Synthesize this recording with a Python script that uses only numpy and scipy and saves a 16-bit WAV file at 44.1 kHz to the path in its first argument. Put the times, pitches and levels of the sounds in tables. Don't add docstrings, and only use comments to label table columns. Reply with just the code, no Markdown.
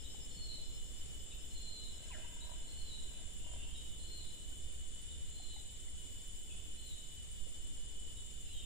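import sys
import numpy as np
from scipy import signal
from scipy.fft import rfft, irfft, next_fast_len
from scipy.io import wavfile
from scipy.ndimage import map_coordinates

SR = 44100
rng = np.random.default_rng(int(sys.argv[2]) if len(sys.argv) > 2 else 0)


def store_wav(level_fs):
    pcm = np.round(np.clip(np.atleast_2d(level_fs), -1, 1) * 32767)
    wavfile.write(sys.argv[1], SR, pcm.T.astype(np.int16))


def elevation(decibels):
    levels = np.asarray(decibels, float)
    return 10 ** (levels / 20)


N = 381465


def clock():
    return np.arange(N) / SR


def unit(x):
    return x / np.sqrt(np.mean(np.abs(x) ** 2) + 1e-20)


def along(points, hz):
    f, v = np.transpose(points)
    return np.interp(np.log(hz + .1), np.log(f + .1), v)


def curves(rows):
    s, *cols = np.transpose(rows)
    return [np.interp(clock(), s, c) for c in cols]


def gate(rows, fade):
    t = clock()
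    return np.clip(np.minimum(t - rows[0][0], rows[-1][0] - t) / fade, 0, 1)


def coarse(rate, channels=1):
    knots = rng.standard_normal((channels, 4096))
    at = np.arange(0, N + 16, 16) * rate / SR
    return np.array([map_coordinates(k, [at], order=2, mode="wrap") for k in knots])


def wobble(rate, channels=1):
    return np.repeat(coarse(rate, channels), 16, axis=1)[:, :N]


def filtered(x, response):
    m = next_fast_len(N + SR // 2)
    return irfft(rfft(x, m) * response(np.fft.rfftfreq(m, 1 / SR)), m)[..., :N]


def noise(spectrum, alike=0., lead=0.):
    own, common = rng.standard_normal((2, N)), rng.standard_normal(N)
    share = np.clip(alike, 0, 1)
    turn = np.exp(.5j * lead * np.array([[-1], [1]]))
    both = filtered(np.array([common, common]), lambda hz: elevation(along(spectrum, hz)) * turn)
    apart = filtered(own, lambda hz: elevation(along(spectrum, hz)))
    return unit(np.sqrt(share) * both + np.sqrt(1 - share) * apart)


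def turns(hz):
    return 2 * np.pi * np.cumsum(np.broadcast_to(hz, N)) / SR


def wings(hz, db, scatter_hz, strokes=0, depth=0, pan_db=0, direct=0):
    a = coarse(scatter_hz, channels=4)
    share = np.clip(direct, 0, 1)
    leafy = unit(a[:2] + 1j * a[2:])
    straight = np.exp(1.2j * coarse(9, channels=2))
    paths = np.sqrt(1 - share) * leafy + np.sqrt(share) * straight
    stroke_rate = strokes * (1 + .03 * coarse(2)[0])
    paths *= 1 + depth * np.sin(2 * np.pi * np.cumsum(stroke_rate) * 16 / SR)
    paths = unit(paths) * elevation(pan_db * np.array([[.5], [-.5]]))
    paths = np.repeat(paths, 16, axis=1)[:, :N]
    return (paths * (np.sqrt(2) * elevation(db) * np.exp(1j * turns(hz)))).real


# frequency in Hz, t60 in seconds.
FOREST_T60 = [(500, 0.9), (4000, 1), (9000, 0.13)]


def forest(x, length=SR):
    hz, t, z = signal.stft(rng.standard_normal((2, length)), SR, nperseg=256)
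    decay = elevation(-60 * t / along(FOREST_T60, hz)[:, None])
    tail = signal.istft(z * decay, SR, nperseg=256)[1]
    return signal.fftconvolve(x[None], tail / np.linalg.norm(tail[0]), axes=1)[:, :N]


# time in seconds, strength in dB.
BREEZE = [
    (0, -54.5),
    (1.4, -55),
    (2.2, -56),
    (3.4, -53.5),
    (4.8, -54.5),
    (5.6, -56),
    (7.4, -55),
    (8.65, -54),
]
# frequency in Hz, density in dB per Hz.
BUFFET_SPECTRUM = [(1, -12), (4, -9), (10, -13), (20, -15.5), (40, -41), (80, -46), (200, -120)]
RUMBLE_SPECTRUM = [(10, -43.5), (25, -2.5), (45, 1.5), (62, 2.5), (90, -7.5), (140, -20), (250, -37.5),
                   (500, -120)]
RUSTLE_SPECTRUM = [(40, -30), (110, 0), (200, -4.5), (450, -9.5), (800, -19), (1200, -24), (2000, -31.5),
                   (4000, -120)]
FAR_CHORUS_SPECTRUM = [(500, -39), (1200, -11), (2000, -4.5), (2700, -3), (3400, 0), (4100, -3), (4600, -5),
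                       (5700, -7), (8600, -3), (9000, 0.5), (9500, -2.5), (10600, -11), (11800, -28),
                       (13900, -24)]
# frequency in Hz, left over right in dB.
PORT_BALANCE = [(20, -2), (100, -3), (400, -0.5), (4000, -0.5), (8500, 0.5), (10000, -2), (14000, 5.5)]


def air():
    strength_db = curves(BREEZE)[0]
    gust_db = strength_db - strength_db.mean()
    buffet_db = -45.5 + 0.66 * gust_db
    rumble_db = -53.5 + gust_db
    rustle_db = -61 + 0.25 * gust_db - 0.27 * clock()
    out = elevation(buffet_db) * noise(BUFFET_SPECTRUM)
    out += elevation(rumble_db) * noise(RUMBLE_SPECTRUM, alike=0.55, lead=0.71)
    out += elevation(rustle_db + .6 * wobble(4.4)) * noise(RUSTLE_SPECTRUM, alike=0.11)
    out += elevation(-62 + 0.86 * wobble(9, channels=2)) * noise(FAR_CHORUS_SPECTRUM)
    return filtered(out, lambda hz: elevation(along(PORT_BALANCE, hz) * np.array([[.5], [-.5]])))


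KATYDID_HZ = [12960, 13180, 13425, 13645, 13835, 13900, 14010, 14190, 14240, 14505, 14690, 14950]
# level in dB, scatter in Hz.
KATYDID_LINES = [(-98, 250), (-96, 120), (-88, 70), (-83, 50), (-90, 70), (-92, 70), (-93, 90), (-83, 40),
                 (-84, 40), (-95, 140), (-98, 140), (-100, 250)]
# time in seconds, lift in dB.
FLARES = [
    (.5, 6),
    (1.9, 12),
    (7, 10),
    (8.65, 12),
]


def katydids():
    t, level_db, flare_s = clock(), 2.5, 0.61
    low_db = -5 + sum(db * np.exp(-((t - s) / flare_s) ** 2) for s, db in FLARES)
    out = np.zeros((2, N))
    for hz, (line_db, scatter_hz) in zip(KATYDID_HZ, KATYDID_LINES):
        lift = low_db * np.clip((13600 - hz) / 400, 0, 1)
        drifting_hz = hz + 28 * wobble(1.0)[0]
        db = level_db + line_db + lift + 1.5 * wobble(1.8)[0]
        out += wings(drifting_hz, db, scatter_hz, pan_db=-2.0, direct=0.19)
    return out


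CRICKET_HZ = [2945, 2968, 2995, 3020, 3048, 3353, 3407, 3456, 3547, 3606, 3676]
# level in dB, scatter in Hz, strokes per second, stroke depth 0-1,
# left over right in dB, direct share 0-1.
CRICKET_TONES = [(-74, 45, 0, 0, 0, 0), (-68, 40, 18, .2, 0, 0), (-70, 50, 0, 0, 0, 0),
                 (-70, 45, 41, .2, 0, 0), (-74, 45, 0, 0, 0, 0), (-78.5, 25, 0, 0, 2, .5),
                 (-77, 35, 0, 0, 2, .4), (-76.5, 30, 0, 0, 2, .45), (-71.5, 24, 26.4, .3, .4, .7),
                 (-83, 30, 0, 0, 0, .1), (-81, 40, 0, 0, 0, .1)]
# wing tone in Hz, creep in Hz per second, first level in dB, settled level in dB.
TREE_CRICKETS = [
    (5255, 14, -66.5, -86),
    (5325, -1, -76, -81),
    (5120, 10, -84, -80),
    (5070, 5, -88, -81),
]
# start in seconds, attack in seconds, tone in Hz, climb in Hz per second, level in dB,
# swell in dB per second.
LATE_SINGER = (8.0, .1, 12780, 450, -86, 9)


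def crickets():
    t = clock()
    out = elevation(3) * sum(wings(hz, *row) for hz, row in zip(CRICKET_HZ, CRICKET_TONES))

    settle_s, rest_at_s, rest_s = 3, 4.9, .7
    rest_db = -4 * np.exp(-((t - rest_at_s) / rest_s) ** 2)
    singers = []
    for tone_hz, creep, first_db, settled_db in TREE_CRICKETS:
        hz = tone_hz + creep * np.minimum(t, 6)
        singers.append((hz, settled_db + (first_db - settled_db) * np.exp(-t / settle_s)))
    (near_hz, near_db), *far = singers
    out += wings(near_hz, near_db, scatter_hz=30, strokes=9.3, depth=.65, pan_db=6, direct=.85)
    out += sum(wings(hz, db + rest_db, scatter_hz=45, pan_db=4, direct=.3) for hz, db in far)

    waver_from_s, waver_s, climb_s = 1.87, 1.645, 1.0
    dip = np.sin(np.pi * np.maximum(t - waver_from_s, 0) / waver_s) ** 2
    siren_hz = 9275 - 150 * np.maximum(1 - t / climb_s, 0) - 135 * dip - 11 * t
    siren_db = np.interp(t, [0, 3.8], [-68.5, -63.5])
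    out += wings(siren_hz, siren_db, scatter_hz=120, pan_db=-1.5)

    start_s, attack_s, hz, climb, db, swell = LATE_SINGER
    since = np.maximum(t - start_s, 0)
    late = wings(hz + climb * since, db + swell * since, scatter_hz=597, pan_db=-4)
    return out + np.minimum(since / attack_s, 1) * late


# frequency in Hz, density in dB per Hz.
CICADA_BODY = [(5000, -71), (6000, -41), (6600, -7), (7000, 0), (7400, 4), (7750, -0.5), (8100, -6),
               (8500, -32), (9500, -35), (12000, -120)]


def cicada():
    cycle = turns(19.6 * (1 + 0.0042 * wobble(0.96)[0]))
    bursts = 1 + .5 * np.cos(cycle) + .5 * np.cos(4 * cycle) + 0.3 * np.cos(5 * cycle + 1)
    clicks = bursts * rng.standard_normal(N) * (rng.random(N) < 1500 / SR)
    straight = 0.76 * unit(clicks) * np.array([[1], [.3]])
    scattered = unit(forest(clicks, SR // 2))
    blend = straight + scattered + 1.52 * rng.standard_normal((2, N))
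    body = unit(filtered(blend, lambda hz: elevation(along(CICADA_BODY, hz))))
    return body * elevation(-57 + 0.4 * wobble(12, channels=2)) * elevation([[1.5], [-1.5]])


# time of the downward step in seconds, time held before it in seconds,
# held pitch in Hz, held level in dB, low level in dB.
WHISTLES = [
    (.485, 0.19, 4302, -55, -56),
    (1.792, .29, 4163, -56.5, -60.5),
    (2.889, .27, 4194, -62, -56.5),
    (4.19, 0.21, 4172, -57.5, -62),
    (5.48, 0.22, 4140, -62.5, -58.5),
    (6.871, 0.18, 4120, -67, -60),
    (8.53, .08, 3980, -60, -60.5),
]
# start in seconds, pitch in Hz, bend in Hz, level in dB.
CHIPS = [(.033, 3780, 0, -58), (1.3, 3760, -70, -61), (1.303, 2700, -80, -66), (2.398, 3760, 150, -56),
         (3.74, 3790, -20, -56), (5.09, 3850, -60, -63), (5.08, 3250, -150, -70), (6.488, 2650, -50, -63),
         (6.501, 3250, 350, -61), (8.156, 3720, -20, -63), (.01, 3150, 0, -65)]
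# start in seconds, note 0 low or 1 high, level in dB.
ANSWERS = [
    (3.384, 0, -68),
    (3.467, 1, -67),
    (3.567, 0, -62.5),
    (3.676, 1, -64),
    (8.43, 0, -68),
    (8.52, 1, -62),
    (8.607, 0, -63),
]


def birds():
    t, song = clock(), np.zeros(N)
    beat = 1 + .6 * np.cos(turns(112 * (1 + .06 * wobble(20)[0])))
    buzz = beat * elevation(2.7 * wobble(40)[0])
    warble_hz, waver = 60 * wobble(80)[0], wobble(350)[0]

    def sing(hz):
        return np.sin(2 * np.pi * np.cumsum(hz) / SR)

    step_s, swell_s, low_hold_s = .025, .11, .07
    for s, held, hz, held_db, low_db in WHISTLES:
        on = (t > s - held) & (t < s + .2)
        u = t[on] - s
        low = .5 + .5 * np.tanh(u / step_s)
        young = np.clip(1 - (u + held) / swell_s, 0, 1)
        pitch = hz - 30 * young - 240 * low - 800 * np.maximum(u, 0)
        db = held_db + (low_db - held_db) * low - 13 * young
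        db -= 260 * np.maximum(u - low_hold_s, 0)
        attack = np.minimum((u + held) / 0.0086, 1)
        song[on] += attack * elevation(db) * buzz[on] * sing(pitch + warble_hz[on])

    calls = [(s, .043, hz, bend, db, 120) for s, hz, bend, db in CHIPS]
    calls += [(s, .087, 3190 if high else 2775, 0, db, 50) for s, high, db in ANSWERS]
    for s, length, hz, bend, db, spread_hz in calls:
        on = (t > s) & (t < s + length)
        u = (t[on] - s) / length
        envelope = np.clip(np.minimum(u, 1 - u) * length / 0.015, 0, 1)
        song[on] += envelope * elevation(db + 3.0) * sing(hz + bend * u + spread_hz * waver[on])

    straight = song * elevation([[-2], [-6]])
    return elevation(0.5) * (straight + elevation(-1) * forest(song))


# time in seconds, pitch in Hz, level in dB.
FLICK = [
    (2.1, 2880, -77),
    (2.118, 2716, -65.5),
    (2.135, 2100, -65),
    (2.155, 1660, -65),
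    (2.19, 1574, -83),
    (2.21, 1500, -89),
]
# start in seconds, length in seconds, peak in dB, second mode in dB, high modes in dB.
CREAKS = [
    (1.88, .2, -76, -12, -3),
    (2.15, .05, -71, -12, -2),
    (2.22, .03, -73, 0, -6),
    (2.28, .1, -71, -2, -5),
    (2.4, .13, -66, -3, -12),
    (2.58, .13, -81, -5, -2),
    (2.98, .24, -79, -9, -2),
    (3.42, .14, -69, -7, -12),
    (3.6, .14, -82, -2, -6),
]
# frequency in Hz, width in Hz, level in dB.
ROD_MODES = [(638, 165, 3.5), (954, 78, 2.5), (1620, 190, -1.5), (2100, 400, -1.5), (2660, 560, 2.5)]
# time in seconds, peak in dB, body tone in Hz.
TICKS = [
    (.145, -53, 800),
    (.584, -53, 600),
    (4.52, -63, 1500),
    (5.398, -50, 740),
    (5.563, -50, 800),
    (5.563, -59, 2100),
    (5.881, -58, 2050),
    (5.881, -64, 4400),
    (7.467, -48, 490),
]


def rod():
    hz, db = curves(FLICK)
    out = wings(hz, db + 4, scatter_hz=686.0)
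    out += wings(hz * .37, db + 2, scatter_hz=60, direct=.7)
    close, rasp = gate(FLICK, 0.0055) * out[0], np.zeros(N)

    slip_count = np.floor(turns(42 * elevation(3 * wobble(15)[0])) / (2 * np.pi))
    slips = np.diff(slip_count, prepend=0) * elevation(2 * rng.standard_normal(N))
    modes = []
    for centre, width, db in ROD_MODES:
        def resonance(f):
            return (1j * f * width / (centre * centre - f * f + 1j * f * width)) ** 2
        modes.append(unit(filtered(slips, resonance)) * elevation(db))

    let_go_s = .03
    for s, length, db, second_db, high_db in CREAKS:
        on = slice(round(s * SR), round((s + length + let_go_s) * SR))
        u = clock()[on] - s
        ends = np.minimum(np.minimum(u, u[-1] - u) / let_go_s, 1)
        load = ends * elevation(db - 5 * np.maximum(1 - u / length, 0))
        first = np.sqrt(np.clip(1 - elevation(2 * second_db), .05, 1))
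        close[on] += load * (first * modes[0][on] + elevation(second_db) * modes[1][on])
        rasp[on] += load * elevation(high_db) * sum(m[on] for m in modes[2:])

    t = np.arange(SR // 10) / SR
    ping = elevation(-60 * t / .03) * (1 - np.exp(-t / .0015))
    for s, db, hz in TICKS:
        close[round(s * SR):][:len(t)] += elevation(db) * ping * np.sin(2 * np.pi * hz * t)

    scattered = forest(elevation(-12) * close + rasp, SR // 2)
    straight = np.array([close, -np.roll(close, 12)])
    return elevation(4.5) * (straight + scattered)


def scene():
    return air() + katydids() + crickets() + cicada() + birds() + rod()


def band_limit(x):
    return signal.sosfilt(signal.butter(12, 15030, fs=SR, output="sos"), x)


# frequency in Hz, threshold in dB over the 10 kHz hiss.
FAINTEST_KEPT = [(300, -40), (900, -7), (1300, -6), (3000, -7), (4700, -4.5), (5600, -4.5), (8000, -14),
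                 (10500, -6), (12000, -9), (14000, -11)]


def record(dry):
    mid_side = np.array([dry[0] + dry[1], dry[0] - dry[1]]) / 2
    hz, t, z = signal.stft(mid_side, SR, window="cosine", nperseg=2048)
    hz = hz[:1024]
    power = np.mean(np.abs(z[:, :1024]).reshape(2, 256, 4, -1) ** 2, axis=2)
    power = np.repeat(power, 4, axis=1)
    hiss = np.mean(power[:, (hz > 9500) & (hz < 10000)])
    vary_db = hz[:, None] / 4000 * rng.standard_normal((1, len(t)))
    threshold_db = along(FAINTEST_KEPT, hz)[:, None] + vary_db
    z[:, :1024] *= power > hiss * elevation(2 * threshold_db)
    mid, side = signal.istft(z, SR, window="cosine", nperseg=2048)[1][:, :N]
    return band_limit(np.array([mid + side, mid - side]))


dry = scene()
out = record(dry)
store_wav(out)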